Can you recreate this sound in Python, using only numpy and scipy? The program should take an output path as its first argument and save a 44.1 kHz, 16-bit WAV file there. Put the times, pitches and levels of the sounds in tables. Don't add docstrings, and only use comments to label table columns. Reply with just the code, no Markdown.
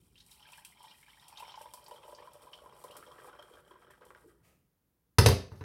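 import sys
import numpy as np
from scipy import signal
from scipy.fft import rfft, irfft, next_fast_len
from scipy.io import wavfile
from scipy.ndimage import uniform_filter1d, map_coordinates

SR = 44100
rng = np.random.default_rng(int(sys.argv[2]) if len(sys.argv) > 2 else 0)


def log_audio(samples):
    frames = np.atleast_2d(samples).T
    limited = np.clip(frames, -1, 1)
    pcm = np.round(limited * 32767).astype(np.int16)
    wavfile.write(sys.argv[1], SR, pcm)


N = 249106
TIME = np.arange(N) / SR
POUR_START_S, POUR_END_S = 0.052, 4.268
BURSTS_PER_S = 20


def from_db(db):
    return 10 ** (np.asarray(db) / 20)


def rms_one(x):
    return x / np.sqrt(np.mean(x ** 2) + 1e-20)


def peak_at(db, x):
    return from_db(db) * x / np.abs(x).max()


def steadied(x):
    power = uniform_filter1d(uniform_filter1d(x ** 2, 6000), 3000)
    return x / np.sqrt(np.maximum(power, 0) + np.mean(x ** 2) / 100)


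def automation(points):
    return np.interp(TIME, *np.transpose(points))


def ramp(centre_s, length_s):
    return np.clip((TIME - centre_s) / length_s + .5, 0, 1)


def fade(t60, size):
    return np.exp(-np.log(1000) * TIME[:size] / t60)


def drift(per_s):
    knots = rng.standard_normal(1000)
    return rms_one(map_coordinates(knots, [TIME * per_s], order=3, mode="wrap"))


def add(out, s, sound):
    i = int(np.clip(round(s * SR), 0, N - 1))
    out[i:i + len(sound)] += sound[:N - i]


def cut(x, hz, kind, order=2):
    return signal.sosfilt(signal.butter(order, min(hz, .45 * SR), kind, fs=SR, output="sos"), x + 1e-18)


def resonate(x, modes):
    out = 0
    for hz, width_hz, db in modes:
        r = np.exp(-np.pi * width_hz / SR)
        poles = [1, -2 * r * np.cos(2 * np.pi * hz / SR), r * r]
        zeros = [(1 - r * r) / 2, 0, -(1 - r * r) / 2]
        out = out + from_db(db) * signal.lfilter(zeros, poles, x + 1e-18)
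    return out


def noise(colour, size=N):
    padded = next_fast_len(size)
    hz = np.maximum(np.fft.rfftfreq(padded, 1 / SR), 1)
    points_hz, points_db = np.transpose(colour)
    eq = from_db(np.interp(np.log(hz), np.log(points_hz), points_db))
    skirts = 1 / np.sqrt((1 + (points_hz[0] / hz) ** 6) * (1 + (hz / points_hz[-1]) ** 6))
    white = rfft(rng.standard_normal(padded))
    return rms_one(irfft(white * eq * skirts, padded)[:size])


def patter(colour, per_s, spread_db, decay_s):
    hits = (rng.random(N) < per_s / SR) * from_db(spread_db * np.minimum(rng.exponential(1, N), 4))
    power = signal.fftconvolve(hits ** 2, fade(decay_s, size=600))[:N]
    return np.sqrt(np.maximum(power, 0)) * noise(colour)


# frequency in Hz, relative level in dB.
HISS_COLOUR = [(200, -3), (500, -7.5), (1200, -10), (2500, -17.5), (8000, -19.5), (16000, -9)]
RUMBLE_COLOUR = [(15, -58), (25, -12), (54, 5), (103, -3), (134, 1.5), (165, 0), (200, -5), (400, -11),
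                 (520, -16), (880, -58)]
# time in seconds, level in dB.
RUMBLE_RIDE = [(.05, -68), (.35, -71.5), (.5, -73.5), (2.5, -73), (2.8, -71), (4.1, -72.5), (4.5, -70),
               (4.62, -73), (4.7, -80), (5.12, -78.5)]


def room_tone():
    hiss = from_db(-82.5) * noise(HISS_COLOUR)
    rumble = from_db(automation(RUMBLE_RIDE)) * noise(RUMBLE_COLOUR)
    return hiss + rumble


# frequency in Hz, t60 in seconds.
REVERB_DECAY = [(150, .32), (500, .37), (2000, .37), (5000, .35), (9000, .29), (15000, .22)]
# frequency in Hz, relative level in dB.
REVERB_COLOUR = [(120, 25.5), (260, 9), (400, 4.5), (620, 3), (1500, -3), (4500, 0), (8000, -2), (15000, 4)]


def kitchen_reverb(x, first_echo_s=0.0034, size=26000):
    wash = rfft(noise(REVERB_COLOUR, size))
    log_hz = np.log(np.maximum(np.fft.rfftfreq(size, 1 / SR), 1))
    centres_hz, t60s = np.transpose(REVERB_DECAY)
    tail = np.zeros(size)
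    for share, t60 in zip(np.eye(len(t60s)), t60s):
        band = np.interp(log_hz, np.log(centres_hz), share)
        tail += irfft(wash * band, size) * fade(t60, size)
    tail *= np.clip(TIME[:size] / first_echo_s - 1, 0, 1)
    return signal.fftconvolve(x, tail / np.sqrt(np.sum(tail ** 2)))[:N]


# delay in seconds, level in dB against the direct sound.
EARLY_ECHOES = [(.007, -14.5), (0.0153, -17)]


def near_walls(x):
    out = x.copy()
    for delay_s, db in EARLY_ECHOES:
        add(out, delay_s, from_db(db) * x)
    return out


def slapback(x, delay_s=0.0065):
    out = x.copy()
    add(out, delay_s, from_db(-1.5) * cut(x, 8800, "high"))
    return out


# frequency in Hz, relative level in dB.
SWISH_COLOUR = [(120, -34), (200, -31), (512, -7), (1150, -16), (1260, -8), (1460, -22), (1540, -16),
                (2550, -12.5), (3410, -21.5), (15000, -20.5)]


def kettle_swish(start_s=4.425, attack_s=0.025, hold_s=0.035, t60=0.53):
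    attack = np.clip((TIME - start_s) / attack_s, 0, 1)
    settling_s = np.maximum(TIME - start_s - attack_s - hold_s, 0)
    return attack * from_db(-69 - 60 * settling_s / t60) * noise(SWISH_COLOUR)


# frequency in Hz, relative level in dB.
CONTACT_COLOUR = [(250, -14), (360, 0.5), (464, -7.5), (700, -13), (963, -8.5), (1240, -10.5),
                  (2060, -11.5), (2270, -18.5), (2700, -13.5), (3150, -18), (4500, -13.5), (6000, -14),
                  (7120, -24.5), (9630, -18), (12600, -19.5), (16000, -27)]


def kettle_scuff():
    grit = rms_one(patter(CONTACT_COLOUR, per_s=580, spread_db=3.5, decay_s=0.016))
    return from_db(-68) * ramp(centre_s=5.51, length_s=0.03) * grit


def struck(modes, size):
    return sum(from_db(db) * np.sin(2 * np.pi * hz * TIME[:size])
               * fade(t60, size) * (1 - fade(4 / hz, size)) for hz, db, t60 in modes)


# frequency in Hz, relative level in dB, t60 in seconds.
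COUNTER_MODES = [(64, -15, .42), (89, -2, .3), (102, 1, .26), (115, -5, .264), (138, -10, .42),
                 (187, -21, .42), (216, -16, .42)]
KETTLE_MODES = [(333, -16, 0.23), (391, -15.5, .34), (444, -4, 0.071), (447, -25, 0.19), (548, -22.5, .36),
                (636, -32, 0.42), (915, -20, 0.23), (977, -6.5, 0.067), (1180, -34, .15), (1500, -16, 0.13),
                (2104, -27.5, 0.19), (2745, -19.5, 0.1), (3950, -14, 0.066), (6240, -16, 0.059)]
# start in seconds, thump gain in dB,
# clack gain in dB, brightness as a low-pass cutoff in Hz, clack t60 in seconds.
KETTLE_KNOCKS = [(5.1841, -11, -16.5, 11100, 0.06), (5.26, -12.5, -14.5, 10200, 0.041),
                 (5.2856, -20.5, -23, 13800, 0.024), (5.517, -39.5, -50.5, 1200, 0.19),
                 (5.609, -38, -45, 1840, 0.11), (5.639, -30, -40.5, 2370, 0.033)]


def kettle_down(size=SR // 2):
    thumps, rings, clacks = np.zeros((3, N))
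    counter, body = struck(COUNTER_MODES, size), struck(KETTLE_MODES, size)
    attack = 1 - fade(0.005, size)
    crack = from_db(-3.5) * fade(0.027, size)
    for s, thump_db, clack_db, bright_hz, clack_t60 in KETTLE_KNOCKS:
        clack = noise(CONTACT_COLOUR, size) * attack * (crack + fade(clack_t60, size))
        add(thumps, s, from_db(thump_db) * counter)
        add(rings, s, from_db(thump_db - 2) * cut(body, bright_hz, "low", order=1))
        add(clacks, s, from_db(clack_db) * cut(clack, bright_hz, "low"))
    return thumps, rings, clacks


# frequency in Hz, width in Hz, gain in dB.
MUG_MODES = [(372.7, 30.4, 10.5), (504, 32, 7), (593.4, 69, 4.5), (861, 115, 3), (985, 43, 1),
             (1596, 38, 4.5), (1900, 24, 1), (2390, 18, 4), (2998, 28, 4), (3150, 29, 8.5), (3820, 29, 1),
             (5420, 240, 0)]


def mug(x):
    return x + resonate(x, MUG_MODES)


def fill(s):
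    return np.clip((s - POUR_START_S) / (POUR_END_S - POUR_START_S), 0, 1)


def shallow():
    return 1 - ramp(centre_s=1.675, length_s=0.47)


# frequency in Hz, width in Hz, gain in dB.
AIR_MODES = [(570, 47, -12), (853, 117, 1), (953, 39, 4.5)]


def hollow_air(impacts, flow_db):
    return from_db(-67 + flow_db - 4.5 * shallow()) * steadied(resonate(impacts, AIR_MODES))


# frequency in Hz, width in Hz, gain in dB.
WALL_MODES = [(3080, 42, -3), (3202, 43, 5), (5280, 220, -15)]


def wall_ring(impacts, flow_db):
    jet_on = ramp(centre_s=0.16, length_s=0.02) - ramp(centre_s=4.18, length_s=0.045)
    level_db = -71 + 0.6 * flow_db - 4 * fill(TIME) - 4 * shallow() + 3 * drift(BURSTS_PER_S)
    return jet_on * from_db(level_db) * steadied(resonate(impacts, WALL_MODES))


# frequency in Hz, relative level in dB.
FOAM_COLOUR = [(340, -1.5), (480, -15.5), (700, -0.5), (950, -15), (1250, 8.5), (1700, -6.5), (2200, -4)]


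def foam_churn(flow_db):
    churn = mug(patter(FOAM_COLOUR, per_s=400, spread_db=7, decay_s=0.043))
    return from_db(-60.5 + flow_db - 27.5 * (1 - fill(TIME))) * steadied(churn)


# frequency in Hz, relative level in dB.
SPRAY_COLOUR = [(2000, -11.5), (4500, -3), (5700, -2.5), (6500, -7), (7400, -0.5), (8500, 4.5), (10000, 2),
                (12500, 0), (15500, -4.5)]


def spray(flow_db):
    level_db = -69 + 0.2 * flow_db - 7.5 * fill(TIME) + 3.5 * drift(BURSTS_PER_S)
    return from_db(level_db) * steadied(patter(SPRAY_COLOUR, per_s=8400, spread_db=6, decay_s=0.0075))


def bubble(hz, cycles, rise, size=3000):
    t60 = cycles / hz
    pitch = hz * (1 + rise * np.minimum(TIME[:size] / t60, 1))
    envelope = fade(t60, size) * (1 - fade(8 / hz, size))
    return peak_at(0, np.sin(2 * np.pi * np.cumsum(pitch) / SR) * envelope)


def swarm(centre_hz, octaves, cycles, rise, spread_db, count):
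    out, scatter = np.zeros(N), octaves * np.ones(N)
    for when, up, down, softness in rng.random((count, 4)):
        i = int(when * N)
        hz = centre_hz[i] * 2 ** (scatter[i] * (up - down))
        add(out, i / SR, from_db(-spread_db * np.sqrt(softness)) * bubble(hz, cycles, rise, size=1500))
    return steadied(mug(out))


# frequency in Hz, relative level in dB.
SPLATTER_COLOUR = [(600, 3.5), (900, 4.5), (1400, 12.5), (2000, -21), (2700, -15), (4200, 1), (5600, 9),
                   (6500, -36)]


def fizz_and_splatter(flow_db):
    level_db = -61 + 0.84 * flow_db - 17 * fill(TIME) + 1.5 * drift(BURSTS_PER_S)
    clump_hz = 3000 * 2 ** (0.15 * drift(40))
    fizz = swarm(clump_hz, octaves=0.85, cycles=55, rise=0.4, spread_db=21, count=4000)
    splatter = steadied(mug(patter(SPLATTER_COLOUR, per_s=1800, spread_db=4, decay_s=0.017)))
    return from_db(level_db) * (from_db(-2.5) * fizz + from_db(-7) * splatter)


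def middle_bubbles(flow_db):
    hz = np.interp(fill(TIME) ** 1.87, [0, 1], [870, 1550])
    octaves = np.interp(fill(TIME) ** 2, [0, 1], [0.31, 0.52])
    bubbles = swarm(hz, octaves, cycles=23, rise=0.011, spread_db=29, count=4000)
    return from_db(-65 + flow_db - 5 * shallow()) * bubbles


def large_bubbles(flow_db):
    hz = np.interp(fill(TIME), [0, 1], [682, 455])
    bubbles = swarm(hz, octaves=0.52, cycles=5.7, rise=0.057, spread_db=14.5, count=1000)
    return from_db(-63 + flow_db - 23 * shallow()) * cut(bubbles, 220, "high", order=1)


def plop(peak_db, hz, cycles, rise):
    return peak_at(peak_db, mug(bubble(hz, cycles, rise)))


def slap(peak_db, hz, t60, size=2400):
    colour = [(hz / 3, -14), (hz / 1.46, -6), (hz, 0), (hz * 1.63, -7), (hz * 2.1, -17)]
    return peak_at(peak_db, mug(noise(colour, size) * fade(t60, size)))


# start in seconds, peak level in dB, starting pitch in Hz.
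SPOUT_GLUGS = [(4.243, -55.5, 436), (4.258, -52.5, 337), (4.276, -56, 378), (4.292, -61, 338),
               (4.324, -65, 394), (4.361, -66, 373)]


def spout_glugs():
    out = np.zeros(N)
    for s, peak_db, hz in SPOUT_GLUGS:
        add(out, s, from_db(peak_db) * bubble(hz, cycles=17.4, rise=0.26))
    return out


# start in seconds, peak level in dB.
SPIT_HITS = [(0.263, -53), (0.311, -50.5), (0.5205, -46.5), (0.575, -48), (0.6485, -40.5), (0.829, -48),
             (1.282, -43.5), (1.3985, -46.5), (1.6155, -45.5), (1.7367, -38.5), (1.8417, -48),
             (1.8816, -48.5), (1.911, -50), (2.081, -53), (2.333, -50.5), (2.4197, -53), (2.621, -66),
             (2.8394, -45), (2.9114, -49.5), (2.9676, -39), (3.203, -60.5), (3.424, -54), (3.907, -53.5),
             (4.051, -54)]


def spits(size=4000):
    out = np.zeros(N)
    burst = fade(0.038, size) + 0.31 * fade(0.31, size)
    for s, peak_db in SPIT_HITS:
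        spit = noise(SPRAY_COLOUR, size) * burst
        add(out, s, peak_at(peak_db, spit + from_db(6) * resonate(spit, WALL_MODES)))
    return out


# start in seconds, base level in dB, base pitch in Hz.
PLINK_HITS = [(0.1558, -53.5, 2970), (0.178, -51.5, 3870), (0.2032, -49, 4110), (0.3154, -51, 4100),
              (0.396, -57, 3070), (0.426, -52, 3300), (0.465, -56.5, 2550), (0.4868, -55, 2430),
              (0.5324, -46, 2820), (0.578, -51, 1795), (0.6488, -47.5, 2840), (0.723, -55.5, 2220),
              (0.772, -59, 2460), (0.844, -56, 3720), (0.884, -53, 3600), (0.912, -49, 3075),
              (0.949, -60, 2730), (0.982, -65, 2000), (1.028, -52, 2320), (1.063, -56, 2500),
              (1.081, -55.5, 1860), (1.132, -57, 2380), (1.173, -58, 1970), (1.197, -53, 3940),
              (1.224, -59, 2000), (1.3728, -41.5, 3980), (1.3979, -46, 2890), (1.451, -49.5, 2370),
              (1.479, -57, 3690), (1.505, -50, 3740), (1.52, -48.5, 4100), (1.54, -48, 3230),
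              (1.556, -50, 5450), (1.863, -48.5, 4990), (1.911, -52, 3160), (2.032, -56.5, 2770),
              (2.149, -47.5, 5100), (2.184, -55.5, 1896), (2.225, -56.5, 2420), (2.5321, -42, 3280),
              (2.909, -48.5, 3080), (3.034, -56, 1900), (3.183, -52, 1860), (3.903, -54.5, 1930)]


def plinks():
    out = np.zeros(N)
    for s, db, hz in PLINK_HITS:
        add(out, s, plop(db - 2.5, hz * 0.89, cycles=110, rise=0.55))
        add(out, s, slap(db - 3.5, hz, t60=0.1))
    return out


# start in seconds, peak level in dB, base pitch in Hz.
DEEP_PLOPS = [(1.425, -54, 600), (1.611, -47.5, 580), (1.657, -50, 620), (1.742, -53, 635),
              (1.918, -45.5, 562), (1.945, -49.5, 570), (2.084, -48.5, 570), (2.129, -45, 590),
              (2.187, -53, 590), (2.221, -51, 555), (2.258, -52, 597), (2.354, -49.5, 557),
              (2.619, -50.5, 555), (2.731, -52.5, 463), (2.845, -43, 530), (2.917, -49.5, 590),
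              (2.955, -62, 507), (3.067, -51, 500), (3.251, -47.5, 487), (3.392, -51.5, 614),
              (3.511, -50.5, 454), (3.713, -52, 420), (3.758, -65, 484), (3.878, -58, 378),
              (4.015, -50.5, 490), (4.064, -51.5, 506), (4.11, -52.5, 500)]


def deep_plops():
    out = np.zeros(N)
    for s, peak_db, hz in DEEP_PLOPS:
        add(out, s, plop(peak_db, hz * 0.967, cycles=9.6, rise=0.061))
    return out


# start in seconds, base level in dB, base pitch in Hz.
AIR_GULPS = [(0.524, -54, 977), (0.58, -53, 885), (0.805, -46.5, 952), (0.84, -45, 887),
             (1.323, -48.5, 944), (1.403, -43.5, 880), (1.423, -37.5, 1013), (1.43, -40.5, 933),
             (1.541, -42.5, 1000), (1.575, -41, 883), (1.61, -40, 908), (1.656, -40, 944),
             (1.736, -42, 1000), (1.774, -48, 993), (1.882, -46, 928), (1.911, -38, 952),
             (1.961, -46.5, 940), (2.034, -46.5, 1000), (2.079, -45.5, 945), (2.123, -45.5, 990),
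             (2.185, -46.5, 944), (2.221, -48.5, 937), (2.273, -43.5, 1016), (2.469, -48.5, 1010),
             (2.659, -45, 1004), (2.724, -49.5, 1060), (2.84, -41.5, 1010), (2.954, -46.5, 1134),
             (3.026, -48, 1310), (3.185, -52, 1210), (3.244, -46, 1010), (3.273, -45, 800),
             (3.33, -45.5, 1450), (3.39, -48, 1210), (3.424, -48.5, 1480), (3.57, -53.5, 1600),
             (3.709, -52, 1040), (3.756, -49, 1010), (3.869, -54, 1290), (3.936, -55, 1620),
             (4.009, -57, 965), (4.06, -56, 920), (4.105, -41.5, 1130), (4.149, -45, 1470)]


def gulps():
    out = np.zeros(N)
    for s, db, hz in AIR_GULPS:
        foam = fill(s) ** 3
        slap_db = db + np.interp(foam, [0, 1], [-10, -3.5])
        cycles = np.interp(foam, [0, 1], [36, 16])
        add(out, s, slap(slap_db, hz * 1.12, t60=0.036))
        add(out, s, plop(db - 1.8, hz * 0.98, cycles, rise=0.14))
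    return out


def surge(pocket_s=0.017, rush_s=0.012, hush_db=-3.5, rush_db=4):
    offsets_s = [-pocket_s, -pocket_s / 2, 0, rush_s / 4, rush_s, 2 * rush_s]
    shape_db = [0, hush_db, hush_db, rush_db, rush_db, 0]
    return from_db(sum(np.interp(TIME - s, offsets_s, shape_db) for s, _, _ in AIR_GULPS))


# time in seconds, relative level in dB.
FLOW_RIDE = [(.17, -23), (.32, -7), (.55, 0), (.7, -8.5), (.85, 3.5), (1.0, -10), (1.17, -3), (1.35, 5.5),
             (1.55, 7.5), (1.68, -3.5), (2.2, 1), (2.45, -4), (2.76, -1.5), (2.82, -3), (2.92, 1.5),
             (3.3, 1), (3.62, -5.5), (3.9, -5.5), (3.98, -11), (4.02, -7), (4.15, -6), (4.22, -14.5)]


def stream(trickle_s=0.23):
    flow_db, pulsing = automation(FLOW_RIDE), surge()
    bubbles = large_bubbles(flow_db) + middle_bubbles(flow_db)
    sparkle = np.sqrt(pulsing) * fizz_and_splatter(flow_db) + spray(flow_db)
    lumps = from_db(1.73 * drift(29.99))
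    impacts = patter([(450, 0), (6000, 0)], per_s=1500, spread_db=18, decay_s=0.0058)
    body = bubbles + hollow_air(impacts, flow_db) + foam_churn(flow_db) + wall_ring(impacts, flow_db)
    flowing = automation([(POUR_END_S, 1), (POUR_END_S + trickle_s, 0)])
    return flowing * lumps * (pulsing * body + sparkle)


def scene():
    water = stream() + gulps() + deep_plops() + plinks() + spits() + spout_glugs()
    thumps, rings, clacks = kettle_down()
    contacts = clacks + kettle_scuff()
    close = near_walls(water) + slapback(contacts) + thumps + rings
    reverb_send = from_db(-8.5) * water + from_db(-2.5) * contacts + from_db(-15.5) * rings
    return (close + kitchen_reverb(reverb_send) + room_tone() + kettle_swish())[None]


def record(dry):
    thinned = cut(dry, 42, "high", order=3)
    return signal.sosfilt(signal.ellip(10, .1, 80, 15900, fs=SR, output="sos"), thinned)


dry = scene()
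out = record(dry)
log_audio(out)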